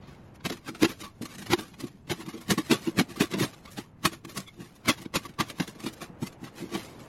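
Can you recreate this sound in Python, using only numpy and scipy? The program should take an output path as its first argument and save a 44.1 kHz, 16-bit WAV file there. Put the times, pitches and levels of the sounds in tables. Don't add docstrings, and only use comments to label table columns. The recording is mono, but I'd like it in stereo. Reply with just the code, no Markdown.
import sys
import numpy as np
from scipy import signal
from scipy.fft import rfft, irfft
from scipy.io import wavfile
from scipy.ndimage import uniform_filter1d

SR = 44100
rng = np.random.default_rng(int(sys.argv[2]) if len(sys.argv) > 2 else 0)


def put_to_file(sound):
    columns = np.atleast_2d(sound).T
    safe = np.clip(columns, -1, 1)
    whole_steps = np.round(safe * 32767)
    wavfile.write(sys.argv[1], SR, whole_steps.astype(np.int16))


def volts(x):
    e = np.asarray(x, float) / 20
    return 10 ** e


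N = 312228
TOP_HZ = 15900

# freq_hz, level_db_per_hz
CRUST_SPECTRUM = [(290, 6), (500, -0.5), (888, -3), (1140, -2.5), (1430, -4.5), (2030, -2), (3160, -7.5),
                  (3900, -7.5), (7000, -23), (9100, -51), (15400, -120)]
# freq_hz, level_db_per_hz
POWDER_SPECTRUM = [(4500, -13), (6000, -9.5), (8300, -3.5), (11500, -11.5), (13500, -13.5), (15700, -17.5)]


def unit(x):
    return x / np.sqrt(np.mean(x ** 2))


def along(table, log=True):
    hz, value = np.transpose(table)
    bins = np.arange(N // 2 + 1) * SR / N + 1
    if log:
        return np.interp(np.log(bins), np.log(hz), value)
    return np.interp(bins, hz, value)


def over_time(curve):
    return np.interp(np.arange(N) / SR, *np.transpose(curve))


def colour(x, table):
    return irfft(rfft(x) * volts(along(table)), N)


def ring(x, modes, order=1):
    hz = np.arange(N // 2 + 1) * SR / N + 1
    gain = 0
    for k, (mode_hz, width_hz, db) in enumerate(modes):
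        detune = (hz ** 2 - mode_hz ** 2) / (hz * width_hz)
        gain = gain + (-1) ** k * volts(db) / (1 + 1j * detune) ** order
    return unit(irfft(rfft(x) * gain, N))


def steady(x, hold_s):
    k = max(int(hold_s * SR), 8)
    power = uniform_filter1d(uniform_filter1d(x ** 2, k), k)
    return x / np.sqrt(power + 0.022)


def tones(x, modes, hold_s):
    return unit(sum(volts(db) * steady(ring(x, [(hz, width, 0)], order=2), hold_s) for hz, width, db in modes))


def walk(rate_hz):
    k = int(SR / rate_hz)
    held = np.repeat(rng.standard_normal(N // k + 1), k)
    return uniform_filter1d(uniform_filter1d(held, k), k)[:N]


def swells(events, extra_db, crest_db=3):
    power = np.zeros((len(extra_db), N))
    for (s, db, rise_ms, fall_ms), more_db in zip(events, np.transpose(extra_db)):
        a = max(int((s - rise_ms / 400) * SR), 0)
        b = min(int((s + fall_ms / 400) * SR), N)
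        ms = 1000 * (np.arange(a, b) / SR - s)
        below_db = 20 * np.where(ms < 0, -ms / max(rise_ms, 1), ms / max(fall_ms, 1))
        rounded_db = np.hypot(below_db, np.where(ms < 0, 0.6, 1) * crest_db)
        power[:, a:b] += (volts(more_db)[:, None] * volts(db - rounded_db)) ** 2
    return np.sqrt(power)


def marked(s, times):
    nearest = np.argmin(np.abs(s[:, None] - np.array(times)), axis=0)
    return np.isin(np.arange(len(s)), nearest)


def traffic():
    # freq_hz, level_db_per_hz
    spectrum = [(30, -10), (135, 1), (230, -3), (500, -9.5), (900, -13), (1500, -21), (3000, -31),
                (6000, -71)]
    # time_s, level_db
    hum = [
        (.4, -49),
        (0.702, -52),
    ]
    # time_s, level_db
    road = [(.3, -57.5), (.62, -63.5), (2.3, -62.5), (2.94, -57), (4.2, -63.5), (5.35, -60), (6.6, -51.5),
            (7.08, -51)]
    mid, side = (colour(rng.standard_normal(N), spectrum) for _ in range(2))
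    side = colour(side, [(50, -14.5), (250, -3.0), (800, 2.0), (8000, 1.0)])
    both = np.array([mid + side, mid - side])
    bass = signal.sosfilt(signal.butter(2, 300, fs=SR, output="sos"), both)
    bass_db = over_time(hum) + 0.91 * walk(6.8)
    road_db = over_time(road) + 7.0 + 1.83 * walk(3.774)
    return volts(bass_db) * unit(bass) + volts(road_db) * unit(both - bass)


def thuds():
    # peak_s, level_db, rise_ms_per_20db, fall_ms_per_20db, upper_over_lower_db
    knocks = [(.465, -25.5, 8, 18, -2), (.506, -28, 14, 58, 13), (0.834, -10.5, 18, 25, 16.5),
              (1.212, -25, 1, 14.5, 5), (1.23, -27.5, 6.5, 35.5, 9), (1.545, -17.5, 39, 9.5, 20),
              (1.588, -26.5, 12.5, 52, 19), (2.121, -28, 34, 31, 0), (2.519, -16.5, 33, 25.5, 1.5),
              (2.582, -22, 10.5, 37.5, 21), (2.715, -14, 12.5, 42, 10), (2.88, -18, 14, 27.5, 16.5),
              (3.007, -17, 47, 20, 6.5), (3.211, -21.5, 1, 34.5, 11.5), (3.351, -23, 41, 49, 5),
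              (3.386, -21.5, 21, 23, 11.5), (3.402, -21.5, -5.5, 59.5, 1.5), (3.431, -17.5, 4, 12, 6),
              (3.782, -22.5, -1, 20, 11), (4.062, -19.5, 23, 26, 12), (4.89, -22, 22, 27, 5),
              (5.161, -27, 13, 23, 7), (5.403, -26.5, 17, 41, -3), (5.601, -19, -0.5, 23, -7.2)]
    # peak_s, level_db, fall_ms_per_20db, upper_over_lower_db
    bumps = [(0.033, -52.5, 18.5, -11), (.09, -48, 36, -6), (.752, -49.5, 31, 10), (1.425, -42.5, 17, 8),
             (2.81, -48, 39, 6), (5.215, -51, 40, -4), (5.261, -41, 23, 4), (5.302, -45, 20, 0),
             (5.76, -49.5, 20, 8), (5.8, -45.5, 28, 9), (5.93, -48, 25, 0), (6.098, -48.5, 44, -3),
             (0.684, -37, 102, 19), (.899, -36.5, 37.5, 20), (1.017, -43, 67, 18), (2.342, -36.5, 90, 15),
             (3.178, -38, 22, 14), (4.126, -40, 37, 11.5), (4.248, -44.5, 121, 6.5), (4.378, -35, 41, -5),
             (5.063, -32.5, 12, 7.5), (5.501, -50, 116, 7), (5.684, -39, 23, -3), (5.844, -32, 28, 7),
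             (5.867, -30, 40, 15), (6.026, -37, 32, 18), (6.229, -30, 23.5, -4)]
    # peak_s, level_db, ms_per_20db, upper_over_lower_db
    leans = [(1.41, -48, 140, -5), (1.844, -40.5, 54, 8.5), (2.212, -38.5, 53, 20), (2.285, -36.5, 31, 11),
             (3.114, -42.5, 42, 2), (4.609, -40.5, 45, 1.5), (5.015, -44.5, 53, 7), (6.44, -38.5, 42, 8),
             (6.634, -33.5, 49, 9), (6.757, -30, 48, 18)]
    # time_s, level_db
    raps = [
        (0.825, -22.5),
        (1.839, -29),
        (6.228, -31),
    ]
    knock_rattle_db, bump_rise_ms = -6, 13
    rows = [(s, db + knock_rattle_db, *rest) for s, db, *rest in knocks]
    rows += [(s, db, bump_rise_ms, fall, upper) for s, db, fall, upper in bumps]
    rows += [(s, db, ms, ms, upper) for s, db, ms, upper in leans]
    rows += [(s, db, 5, 16, 4) for s, db in raps]
    return np.array(rows, float)


def deck():
    # freq_hz, width_hz, level_db
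    low_boards = [(142.2, 26.7, -5.5), (189.6, 70, 1)]
    # freq_hz, width_hz, level_db
    high_boards = [(226.7, 78, 0.5), (327.4, 21.6, 3), (442.2, 14.6, -8)]
    # freq_hz, width_hz, level_db
    scoop_modes = [(658, 21, 7), (920, 600, -8)]
    scoop_hits_s = [1.017, 2.122, 2.212, 2.712, 3.211, 3.351, 3.385, 3.405, 4.381, 5.161, 6.028, 6.231,
                    6.441, 6.755]
    hit_db, idle_db = -2.5, -32.5
    rows = thuds()
    scoop_db = np.where(marked(rows[:, 0], scoop_hits_s), hit_db, idle_db)
    high_db = -10 * np.log10(1 + volts(-2 * rows[:, 4]))
    low_db = high_db - rows[:, 4]
    low, high, knock = swells(rows[:, :4], [low_db, high_db, scoop_db], crest_db=1.5)
    shove = rng.standard_normal(N)
    deep = tones(shove, low_boards, 0.042)
    hollow = tones(shove, high_boards, 0.005)
    scoop = steady(ring(shove, scoop_modes, order=2), 0.0029)
    return volts(6.0) * low * deep + high * hollow + volts(-11.0) * knock * scoop


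def jolts():
    # peak_s, level_db, pitch_hz, width_ms_between_20db_down_points
    deep_jolts = [(0.8438, -22, 172, 53), (1.505, -21.5, 163, 11), (1.5266, -19.5, 162, 14),
                  (2.5185, -18, 165, 21.5), (2.582, -23.5, 190, 27), (2.7217, -19, 166, 19),
                  (2.7428, -24, 165, 9), (2.8804, -29.5, 187, 27), (2.983, -22, 147, 17),
                  (3.0065, -16.5, 164, 16.5), (3.211, -20.5, 194, 24), (3.3491, -33, 186, 29),
                  (3.3871, -29, 170, 19), (3.4112, -25, 178, 26), (3.4434, -29.5, 162, 20),
                  (4.0616, -12, 155.5, 20), (4.882, -29.5, 176, 26), (4.9098, -31, 147, 20),
                  (5.171, -23.5, 158, 30), (5.4028, -21.5, 166, 29), (5.6011, -24, 176, 14),
                  (6.2332, -21, 163, 18)]
    # peak_s, level_db, pitch_hz, width_ms_between_20db_down_points
    hollow_jolts = [(0.4642, -20.5, 327, 10), (0.5067, -23.5, 334, 10), (0.8315, -17, 330, 14),
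                    (0.8477, -18.5, 363, 19), (0.8657, -24.5, 351, 24), (1.5065, -22, 290, 12),
                    (1.5398, -14.5, 344, 31), (2.1199, -19, 351, 31), (2.13, -29.5, 347, 8.3),
                    (2.5068, -31.5, 288, 19), (2.5202, -20, 333, 18), (2.5366, -22, 386, 9),
                    (2.5812, -27.5, 268, 18), (2.592, -27.5, 306, 14), (2.5978, -24, 306, 27),
                    (2.7032, -23.5, 320, 20), (2.7125, -22, 340, 6), (2.726, -11, 365, 8),
                    (2.7376, -26.5, 360, 31), (2.8773, -21.5, 320, 24), (2.8849, -21.5, 322, 25),
                    (2.9914, -15, 283, 13), (3.0015, -20, 323, 29), (3.0159, -11.5, 260, 15),
                    (3.025, -26.5, 276, 32), (3.2111, -12, 306, 9.3), (3.2196, -12, 340, 10.4),
                    (3.227, -22, 388, 16), (3.2416, -21, 316, 15), (3.3482, -27, 306, 17),
                    (3.412, -12.5, 342, 10), (3.4372, -24, 293, 30), (3.4471, -20, 352, 8.2),
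                    (4.0583, -24.5, 309, 12), (4.0735, -31, 327, 46), (4.8871, -17, 303, 14),
                    (4.8955, -24, 289, 12), (4.9067, -24, 300, 28), (5.15, -26, 278, 19),
                    (5.1606, -32, 287.7, 32), (5.1709, -29.5, 287, 22), (5.416, -27, 310, 22),
                    (5.6104, -18.5, 266, 20), (5.8686, -25, 297, 13.4), (6.2335, -28.5, 298, 14)]
    rise, fall, jolt_db = 0.8, 0.95, -3
    rows = np.array([*deep_jolts, *hollow_jolts], float)
    out = np.zeros(N)
    t = np.arange(-2048, 4096) / SR
    for (s, db, hz, ms), turn in zip(rows, rng.random((len(rows), 1))):
        below_db = 20 * np.where(t < 0, -t / rise, t / fall) / max(ms / 1000, 0.002)
        a = int(s * SR) - 2048
        envelope = volts(db + jolt_db - below_db ** 2 / 6.5)
        out[a:a + len(t)] += envelope * np.cos(2 * np.pi * (hz * t + turn))
    return out


def bursts():
    # peak_s, level_db, ms_per_20db
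    slabs = [(.4583, -18, -3), (0.8504, -24, 4.5), (1.5212, -27, 11), (1.5343, -18.5, 9.5), (2.507, -26, 9),
             (2.536, -44, 3.5), (2.715, -18, 9.5), (2.9966, -22.5, 14.5), (3.015, -32.5, 10.5),
             (3.2089, -21, 9.5), (3.3383, -32, 13), (3.7834, -32.5, 6), (4.0542, -25.5, 3),
             (4.883, -22.5, 10.5), (4.8958, -18, 12.5), (5.164, -26.5, 17.5), (5.4087, -20.5, 3),
             (5.8673, -36.5, 14)]
    events = [(s, db, 0.7 * ms, 1.25 * ms) for s, db, ms in slabs]
    force = swells(events, [np.zeros(len(events))], crest_db=2.5)[0]
    chips = rng.standard_normal(N)
    return force * unit(colour(chips, CRUST_SPECTRUM[2:]) + volts(-7.5) * colour(chips, POWDER_SPECTRUM))


def grains():
    grains_per_s, spread_db, top_db = 4000, 3.4, 11
    snap = rng.random(N) < grains_per_s / SR
    size_db = np.minimum(spread_db * rng.exponential(size=N), top_db)
    return unit(snap * volts(size_db) * rng.standard_normal(N)) + 0.78 * rng.standard_normal(N)


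def bites():
    # peak_s, level_db, rise_ms_per_20db, fall_ms_per_20db, powder_db
    chops = [(0.46, -25, 14, 21.5, -8), (0.523, -30.5, 6.5, 28, -10), (.686, -33, 33, 24.5, -11.5),
             (0.832, -20.5, 18.5, 5, -8), (0.852, -17.5, 28, 13, -13.5), (1.518, -27.5, 24, 7, -9.5),
             (1.535, -20, 25.5, 13, -11.5), (2.117, -26, 22, 26, -8.5), (2.508, -21.5, 17.5, 31, -4),
             (2.58, -29, 6.5, 43, -7.5), (2.714, -21, 18.5, 56.5, -8), (2.997, -17.5, 23.5, 19, -9.5),
             (3.21, -21, 16.5, 44, -8.5), (3.341, -32.5, 28, 42, -18), (3.401, -28, 29, 81, -6.5),
             (3.439, -27, 40, 27, -6.5), (3.775, -35.5, 12.5, 53, -7), (4.058, -17.5, 16.5, 21.5, -6),
             (4.863, -32, 17.5, -1, -12), (4.89, -18, 15, 35.5, -7), (5.158, -23, 15, 28.5, -5.5),
             (5.403, -20, 12.5, 28.5, -13), (5.866, -33, 19, 39, -8), (6.762, -28, 42, 9, -32)]
    # peak_s, level_db, fall_ms_per_20db, powder_db
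    catches = [(0.407, -48, 15, -30), (0.751, -41, 30, -14.5), (1.04, -37.5, 51, -8.5),
               (1.222, -41.5, 33, -1), (1.256, -40.5, 18, 1), (1.385, -45.5, 63, -0.5),
               (1.423, -40.5, 33, -6.5), (1.465, -37.5, 29, -7), (1.742, -49, 24, -13.5),
               (1.871, -45, 26, -4.5), (2.264, -43.5, 23, -4.5), (2.29, -37, 30, -6.5), (2.411, -50, 51, 1),
               (3.163, -42, 56, -6), (3.658, -41.5, 12, -15), (4.252, -38, 8, -9), (4.351, -49, 8, -2),
               (4.404, -45.5, 5, 3), (4.478, -49.5, 30, -4), (4.543, -56.5, 8, -2.5), (4.757, -58, 23, 3.5),
               (5.056, -39.5, 11, -18), (5.677, -41, 42, -3), (5.756, -47.5, 16, -8),
               (6.328, -49.5, 16, -6)]
    # peak_s, level_db, fall_ms_per_20db, powder_db
    pushes = [(0.026, -54, 164, -22), (.085, -51.5, 159, -13), (0.504, -36.5, 2, -4.5),
              (.574, -46.5, 26, -8), (.805, -48.5, 30, -1), (1.014, -37.5, 30, -4),
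              (1.588, -41.5, 81, -1.5), (1.808, -39, 21, -5), (1.842, -44.5, 30, -6), (2.339, -43, 47, -9),
              (2.379, -46.5, 23, -8), (3.104, -43.5, 62, -6), (3.319, -38.5, 23, -6),
              (3.541, -44, 14, -8.5), (3.683, -47, 34, -11.5), (3.72, -59.5, 74, 10), (4.134, -41, 36, -4),
              (4.297, -45.5, 56, -1.5), (4.377, -33, 18.5, -1.1), (5.022, -47, 23, -1),
              (5.294, -48.5, 31, -8.5), (5.624, -38, 36.5, -5.5), (5.805, -43.5, 30, -8),
              (5.843, -39.5, 16, -4), (5.941, -59, 8, 13.5), (6.022, -37.5, 47, -6.5),
              (6.229, -45.5, 45, 1.2), (6.273, -39, 21, -3.5), (6.448, -42.5, 26, -7.5),
              (6.472, -44.5, 39, -13)]
    # peak_s, level_db, rise_ms_per_20db, fall_ms_per_20db
    slides = [(.359, -53, 21, 18), (.903, -36.5, 53, 46), (1.316, -46.5, 78, 50), (1.356, -43, 46, 14),
              (2.224, -43.5, 109, 21), (2.88, -40.5, 123, 45), (4.402, -44.5, 61, 64),
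              (4.606, -48.5, 30, 131), (4.987, -47, 40, 85), (5.264, -42, 62, 11), (5.501, -41, 67, 27),
              (5.609, -42.5, 70, -2.5), (6.592, -43.5, 45, 115), (6.751, -39, 64, 190),
              (6.998, -51, 18, 143)]
    catch_rise_ms, push_rise_ms, slide_powder_db = 9.7, 23.8, -6
    rows = [*chops]
    rows += [(s, db, catch_rise_ms, fall, fine) for s, db, fall, fine in catches]
    rows += [(s, db, push_rise_ms, fall, fine) for s, db, fall, fine in pushes]
    rows += [(*row, slide_powder_db) for row in slides]
    return np.array(rows, float)


def shovel():
    # freq_hz, width_hz, level_db
    blade_modes = [(1131, 52, 23), (2220, 90, -30.5), (3700, 78, -16.5)]
    singing_s = [1.041, 1.256, 1.589, 2.264, 2.411, 2.58, 3.163, 3.683, 4.252, 4.377, 5.156, 5.263, 5.402,
                 5.623, 6.472]
    buried_s = [.458, .502, .903, 1.015, 1.464, 1.805, 2.339, 3.341, 3.4, 3.439, 4.295, 5.503, 5.676, 5.843,
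                5.867, 6.749]
    # time_s, level_db
    drag_curve = [(.3, -81), (.62, -67), (1.17, -72.5), (1.35, -70), (1.7, -71), (1.94, -85), (2.45, -58),
                  (2.94, -67), (3.07, -66), (3.92, -75), (4.2, -72.5), (4.55, -72), (4.77, -78), (5.1, -87),
                  (5.97, -64), (6.16, -77), (6.33, -63.5), (6.68, -70)]
    # peak_s, level_db, rise_ms_per_20db, fall_ms_per_20db
    squeaks = [
        (4.468, -51, 10, 12),
        (4.481, -42, 12, 20),
    ]
    # freq_hz, width_hz, level_db
    squeak_modes = [(2150, 200, 1), (3410, 160, -3)]
    # time_s, peak_db
    ticks = [(0.4498, -22), (2.072, -42), (3.3375, -28), (4.0527, -13.5), (4.8822, -20), (5.338, -45),
             (5.585, -42), (0.4993, -17), (0.7482, -32.5), (1.502, -24), (1.589, -22), (2.0976, -20),
             (4.858, -28), (5.1402, -20), (5.501, -23.5), (5.3887, -22.5), (5.5997, -11.5)]
    singing_db, buried_db, usual_db = 0.5, -36, -8.5
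    rows = bites()
    s, powder_db = rows[:, 0], rows[:, 4]
    blade_db = np.select([marked(s, singing_s), marked(s, buried_s)], [singing_db, buried_db], usual_db)
    crust, powder, blade = swells(rows[:, :4], [0 * s, powder_db, blade_db], crest_db=1.5)
    drag = volts(over_time(drag_curve) + 7.2 * walk(25))
    snaps = grains()
    crushed = colour(snaps, CRUST_SPECTRUM)
    dust = colour(snaps, POWDER_SPECTRUM)
    coarse = np.hypot(volts(-3.0) * crust, volts(1.5) * drag) * unit(crushed)
    fine = np.hypot(volts(1.5) * powder, drag) * unit(dust)
    squeak = swells(squeaks, [[0, 0]])[0] * ring(snaps, squeak_modes, order=2)
    touches = [(s, db, 1.5, 16) for s, db in ticks]
    contact = swells(touches, [np.full(len(touches), -11.0)], crest_db=3.0)[0]
    tick = contact * unit(crushed + volts(-10.5) * dust)
    return coarse + fine + volts(-6.0) * blade * ring(snaps, blade_modes) + squeak + tick


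def echoes(x, t60_s, delay_s, size):
    count = N // size + 1
    starts = np.arange(count + 1)[:, None] * size
    blocks = np.pad(x, (size, 3 * size))[starts + np.arange(2 * size)]
    t = np.arange(2 * size) / SR - delay_s
    tails = rng.standard_normal((2, count + 1, 2 * size)) * volts(-60 * t / t60_s) * (t > 0)
    tails /= np.sqrt(np.sum(tails ** 2, axis=2, keepdims=True))
    window = np.sqrt(np.hanning(2 * size))
    wet = signal.fftconvolve((blocks * window)[None], tails, axes=2)
    out = np.zeros((2, (count + 5) * size))
    for k in range(count + 1):
        out[:, k * size:k * size + wet.shape[2]] += wet[:, k]
    return out[:, size:size + N]


def scene():
    # freq_hz, phase_rad
    port_phase = [(400, 0), (860, -.9), (2240, -.6), (5000, .3), (8300, -3.14), (11700, -6.28),
                  (14900, -9.42), (16000, -11)]
    # freq_hz, left_minus_right_db
    port_balance = [(110, 0), (250, -5.5), (700, -0.5), (1290, -7.5), (2380, 6.5), (4400, 8), (8120, 0.5)]
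    # freq_hz, level_db
    scatter = [(100, -7), (400, -9), (700, 0), (5000, 1), (8000, -3)]
    porch_t60_s, yard_t60_s, yard_db = 0.016, 0.13, -23.5
    near = shovel() + deck() + jolts() + bursts()
    skew = volts(along(port_balance) / 2) * np.exp(0.5j * along(port_phase, log=False))
    direct = irfft(rfft(near) * np.array([skew, 1 / skew]), N)
    scattered = colour(near, scatter)
    porch = echoes(scattered, porch_t60_s, 0.0008, size=1024)
    yard = volts(yard_db) * echoes(scattered, yard_t60_s, 0.027, size=8192)
    heard = colour(direct + porch + yard, [(45, -17), (105, 0)])
    return heard + traffic()


def mask(x, size=2048):
    # freq_hz, db_under_other_channel
    mask_db = [(7300, -11), (7900, -6), (9000, -7), (9800, -11), (12500, -7), (14000, 0), (15000, 1),
               (15600, -2.5)]
    width, overlap = 32, size * 3 // 4
    mid_side = np.array([x[0] + x[1], x[0] - x[1]]) / 2
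    hz, _, z = signal.stft(mid_side, SR, nperseg=size, noverlap=overlap)
    frames = z.shape[2]
    power = np.abs(z[:, :-1]) ** 2
    power = uniform_filter1d(power.reshape(2, -1, width, frames).mean(axis=2), 3, axis=2)
    limit_db = np.interp(hz[width // 2::width], *np.transpose(mask_db), left=-99)
    frame_db = 10 * np.log10(power[:, 8:].sum(axis=(0, 1)) + 1e-12)
    attack_db = np.clip(3 * np.gradient(frame_db), 0, 12)
    spare_db = attack_db + 3.5 * np.repeat(rng.standard_normal(frames), 3)[:frames]
    keep = power > volts(2 * (limit_db[:, None] - spare_db)) * power[::-1]
    z[:, :-1] *= np.repeat(keep, width, axis=1)
    mid, side = signal.istft(z, SR, nperseg=size, noverlap=overlap)[1][:, :N]
    return np.array([mid + side, mid - side])


def low_pass(x):
    return signal.sosfilt(signal.butter(12, 16440, fs=SR, output="sos"), x)


def record(dry):
    rounded = np.tanh(1.5 * dry) / 1.5
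    cut = signal.sosfilt(signal.ellip(10, 0.2, 80, TOP_HZ, fs=SR, output="sos"), rounded)
    mix = colour(mask(cut), [(TOP_HZ, 0), (TOP_HZ + 60, -200)])
    return low_pass(mix)


dry = scene()
out = record(dry)
put_to_file(out)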